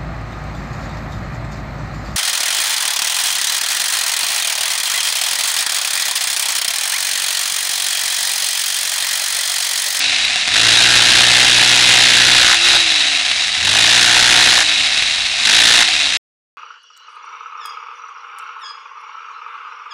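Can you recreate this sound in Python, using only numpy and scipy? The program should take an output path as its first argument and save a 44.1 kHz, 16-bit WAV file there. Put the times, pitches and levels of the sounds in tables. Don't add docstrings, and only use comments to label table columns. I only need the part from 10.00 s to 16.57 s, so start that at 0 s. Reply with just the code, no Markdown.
import sys
import numpy as np
from scipy import signal
from scipy.fft import rfft, irfft
from scipy.io import wavfile

SR = 44100
rng = np.random.default_rng(int(sys.argv[2]) if len(sys.argv) > 2 else 0)


def volts_from_db(level):
    exponent = np.asarray(level, float) / 20
    return 10 ** exponent


def output_pcm(signal):
    pcm = np.clip(np.atleast_2d(signal).T, -1, 1) * 32767
    wavfile.write(sys.argv[1], SR, np.round(pcm).astype(np.int16))


N = 289737


def rms_one(x):
    return x / np.sqrt(np.mean(x ** 2) + 1e-20)


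def bandpass(x, band_hz):
    return signal.sosfilt(signal.butter(2, band_hz, "band", fs=SR, output="sos"), x)


def drift(rate):
    knots = rng.standard_normal(4000)
    return np.interp(np.arange(N) / SR * rate, np.arange(len(knots)), knots)


def ring(x, hz, width_hz):
    r = np.exp(-np.pi * width_hz / SR)
    return rms_one(signal.lfilter([1, 0, -1], [1, -2 * r * np.cos(2 * np.pi * hz / SR), r * r], x))


def held(start, end, settle_s, fall_db_per_s):
    t = np.arange(N) / SR
    settling_db = -12 * np.clip(1 - (t - start) / settle_s, 0, 1)
    falling_db = -fall_db_per_s * np.maximum(t - end, 0)
    return volts_from_db(settling_db + falling_db) * (t >= start)


# centre in Hz, width in Hz, peak in dB.
CASING_MODES = [(785, 74, -1), (1686, 520, 2), (1810, 310, 2), (2154, 400, 3.5), (2505, 82, 5),
                (2765, 60, 5), (3483, 18, 6), (3880, 30, 2), (4200, 110, 1)]


def coloured(x, spectrum):
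    hz = np.arange(2049) * SR / 4096 + 1
    points = np.array(spectrum)
    db = np.interp(np.log(hz), np.log(points[:, 0]), points[:, 1])
    for centre, width, peak_db in CASING_MODES:
        db = db + peak_db / (1 + (2 * (hz - centre) / width) ** 2)
    cepstrum = irfft(np.log(volts_from_db(db)))
    cepstrum[1:2048] *= 2
    cepstrum[2049:] = 0
    return signal.oaconvolve(x, irfft(np.exp(rfft(cepstrum))))[:N]


def yard():
    rumble = rms_one(bandpass(rng.standard_normal(N), [25, 118.4]))
    drone = ring(rng.standard_normal(N), 172.3, 5.9)
    return volts_from_db(-46.5 + 2.7 * drift(2.5)) * rumble + volts_from_db(-55) * drone


# start in seconds, crank speed the motor runs toward in turns/s (0 = coasting).
TRIGGER_MOVES = [
    (0, 0),
    (.4432, 61.063),
    (2.5426, 67.56),
    (2.7248, 0),
    (3.6, 61.04),
    (4.5277, 0),
    (5.3459, 60.445),
    (5.8084, 0),
]


def crank():
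    start_turn, start_speed, full_speed = .362, 54.105, 61
    spin_up_s, coast_s = .1449, 1.7524
    t, speed, now = np.arange(N) / SR, np.zeros(N), start_speed
    following = [*TRIGGER_MOVES[1:], (N / SR, 0)]
    for (start, goal), (end, _) in zip(TRIGGER_MOVES, following):
        lag = spin_up_s if goal else coast_s
        run = goal + (now - goal) * np.exp(-np.maximum(t - start, 0) / lag)
        speed = np.where(t >= start, run, speed)
        now = goal + (now - goal) * np.exp(-(end - start) / lag)
    turns = start_turn + np.cumsum(speed) / SR
    return turns, speed - full_speed


# frequency in Hz, level in dB per Hz.
RATTLE_SPECTRUM = [(88, -58.5), (150, -31.5), (281, -24), (482, -28), (743, -9), (857, -17), (1120, -16),
                   (2660, -5.5), (3180, -5), (3740, -3), (4240, -5), (8870, -19), (11000, -27),
                   (14300, -78.5), (22000, -120)]


def rattle():
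    per_s, spread_db, burst_ms = 550, 1.7, .6
    clump_db, fan_db = .4, 3.5
    sizes = volts_from_db(spread_db * np.minimum(rng.exponential(1, N), 3))
    hits = sizes * (rng.random(N) < per_s / SR)
    fade = np.exp(-1000 / (burst_ms * SR))
    flurry = np.minimum(rms_one(signal.lfilter([1], [1, -fade], hits)), 2.0)
    shake = (flurry + volts_from_db(fan_db)) * volts_from_db(clump_db * drift(60)) * rng.standard_normal(N)
    return rms_one(coloured(shake, RATTLE_SPECTRUM))


# frequency in Hz, width in Hz.
HOUSING_MODES = [(2660, 110), (3850, 150)]


def gears(fast, pressed, blow_gain):
    teeth = rattle()
    sound = volts_from_db(-14 + .1936 * fast + 3.3 * pressed) * teeth
    for mode, base_db in zip(HOUSING_MODES, (-33, -23.5)):
        level_db = base_db + .3 * fast + 7 * pressed
        sound = sound + volts_from_db(level_db + 3.3 * drift(13)) * ring(teeth, *mode)
    slack = 1 / (1 + 4 * blow_gain)
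    return slack * sound


def hum(turns, fast, pressed):
    rotor_per_crank = 5.39
    level_db = -35.5 + .8 * fast - 1.5 * pressed
    return volts_from_db(level_db + .93 * drift(4.6)) * np.sin(2 * np.pi * rotor_per_crank * turns)


# time in seconds, peak in dB.
CHISEL_KNOCKS = [(.252, 0), (.3585, 2), (.4765, 1), (.481, 2), (2.9213, 2), (3.316, 1), (3.65, 2),
                 (4.7975, -2), (4.9775, 2), (5.023, 0), (5.1592, -4), (5.2607, -4), (5.9635, -2)]


def knocks():
    size, t60_ms = 600, 5
    dying = volts_from_db(-60 * np.arange(size) / (t60_ms * SR / 1000))
    train = np.zeros(N)
    for s, db in CHISEL_KNOCKS:
        at = round(s * SR)
        train[at:at + size] += volts_from_db(db) * rng.standard_normal(size) * dying
    casing_gain = np.std(coloured(rng.standard_normal(N), RATTLE_SPECTRUM))
    return coloured(train, RATTLE_SPECTRUM) / casing_gain


# start in seconds, end in seconds, settling time in seconds,
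# blow level in dB, stone share in dB.
PRESSES = [
    (.5, 2.545, .05, -10, -.5),
    (2.59, 2.77, .07, -14.5, -2),
    (3.555, 4.625, .13, -10, -.5),
    (5.442, 5.828, .008, -8.5, -1.5),
]


def press(fast):
    t = np.arange(N) / SR
    pressed, blow_gain, stone_db = 0, 0, 0
    for start, end, settle_s, blow_db, share_db in PRESSES:
        hold = held(start, end, settle_s, 900)
        skid = np.clip(1 + (t - end) / .11, 0, 1)
        pressed = pressed + hold
        blow_gain = blow_gain + volts_from_db(blow_db) * hold
        stone_db = stone_db + (share_db + 4 * skid) * hold
    return np.clip(pressed, 0, 1), volts_from_db(.32 * fast) * blow_gain, volts_from_db(stone_db)


def bursts(times, shakes, t60_ms):
    size = shakes.shape[1]
    where = np.clip(times, 0, N).astype(int)[:, None] + np.arange(size)
    dying = shakes * volts_from_db(-60 * np.arange(size) / (t60_ms * SR / 1000))
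    return np.bincount(where.ravel(), dying.ravel(), N + size)[:N]


# time in ms after the crank's mark, steel in dB, stone face in dB,
# block in dB, die-away t60 in ms.
BLOW_CONTACTS = [
    (-.6, -13, -16, -20, 14),
    (.8, 2.5, 1, -4, 10),
    (2.9, -7, -9, -8, 14),
    (4.4, -5, -7, -2, 12),
    (6.3, -4, 0, -5, 12),
    (8.3, -6, -8, 0, 12),
    (9.8, -6, -9, -8, 14),
    (12.5, -17, -18, -13, 14),
]
# frequency in Hz, level in dB per Hz.
BLOW_SPECTRUM = [(88, -58.5), (150, -20), (271, -18), (319, -38.5), (632, -12), (743, -6), (1100, -7.5),
                 (1580, 0.5), (3180, -0.5), (3880, -0.5), (4480, -5), (6890, -12), (11000, -22),
                 (14300, -50.5), (22000, -120)]


def blows(turns):
    memory, slip_ms = .95, .025
    scatter_ms, uneven_db = .6, 3.8
    fresh_shares = (1.6, .6, 1.0)
    whole = np.arange(1, int(turns[-1]))
    times = np.interp(whole, turns, np.arange(N))
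    shape, ms_samples = (len(whole), 800), SR / 1000
    shaken = 0
    for ms, *dbs, t60_ms in BLOW_CONTACTS:
        slip, late, uneven = rng.standard_normal((3, len(whole)))
        kept = signal.lfilter([np.sqrt(1 - memory ** 2)], [1, -memory], rng.standard_normal(shape), axis=0)
        repeated = bursts(times + (ms + slip_ms * slip) * ms_samples, kept, t60_ms)
        loose = np.clip(abs(ms) / 4, .4, 1)
        crunch = rng.standard_normal(shape) * volts_from_db(loose * uneven_db * uneven)[:, None]
        fresh = bursts(times + (ms + loose * scatter_ms * late) * ms_samples, crunch, t60_ms)
        shaken = shaken + volts_from_db(dbs)[:, None] * (repeated + np.outer(fresh_shares, fresh))
    steel = signal.sosfilt(signal.butter(2, 2500, "high", fs=SR, output="sos"), shaken[0])
    face = bandpass(shaken[1], [1200, 2500])
    block = bandpass(shaken[2], [560, 1200])
    return coloured(steel, BLOW_SPECTRUM), coloured(face + block, BLOW_SPECTRUM)


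def hammer(turns, blow_gain, stone_gain):
    steel, stone = blows(turns)
    return blow_gain * volts_from_db(1.5) * (steel + stone_gain * stone) / np.std(steel + stone)


# start in seconds, end in seconds, settling time in seconds, thump in dB.
LEANS = [
    (.5, 2.36, .16, -33),
    (2.65, 2.79, .08, -40),
    (3.56, 4.52, .1, -35.5),
    (5.43, 5.8, .03, -44),
]


def lean():
    return sum(volts_from_db(db) * held(start, end, settle_s, 140) for start, end, settle_s, db in LEANS)


# multiple of the crank rate, level in dB.
BODY_JOLTS = [(1, -13), (2, 0), (3, -11), (4, -4.5), (5, -9), (6, -6), (7, -14), (8, -7), (9, -8), (12, -8)]


def thump(turns, blow_gain):
    low_gain = lean()
    upper_gain = np.sqrt(blow_gain * low_gain) * volts_from_db(-13.5)
    total = 0
    for k, db in BODY_JOLTS:
        gain = low_gain if k < 3 else upper_gain
        wave = np.sin(2 * np.pi * (k * turns + rng.random()))
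        total = total + gain * volts_from_db(db + .83 * drift(9.3)) * wave
    return total


def scene():
    turns, fast = crank()
    pressed, blow_gain, stone_gain = press(fast)
    tool = gears(fast, pressed, blow_gain) + hum(turns, fast, pressed)
    tool = tool + volts_from_db(-1) * knocks()
    tool = tool + hammer(turns, blow_gain, stone_gain)
    tool = tool + volts_from_db(3) * thump(turns, blow_gain)
    echo = signal.lfilter([.4], [1, -.6], np.roll(tool, round(.011 * SR)))
    return (tool + volts_from_db(-17.5) * echo + yard())[None]


def clip(x, top):
    return x / (1 + np.abs(x / top) ** 24) ** (1 / 24)


def roll_off(x):
    return signal.sosfilt(signal.butter(12, 16740, fs=SR, output="sos"), x)


def record(dry):
    peak_limit, stop_s = .71, 6.1712
    heard = signal.sosfilt(signal.butter(10, 11250, fs=SR, output="sos"), clip(dry, .64))
    shaved = np.clip(heard, -peak_limit, peak_limit)
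    stopped = shaved * (np.arange(N) < stop_s * SR)
    narrow = signal.sosfilt(signal.ellip(10, .3, 70, 15800, fs=SR, output="sos"), stopped)
    return roll_off(narrow)


dry = scene()
out = record(dry)
output_pcm(out)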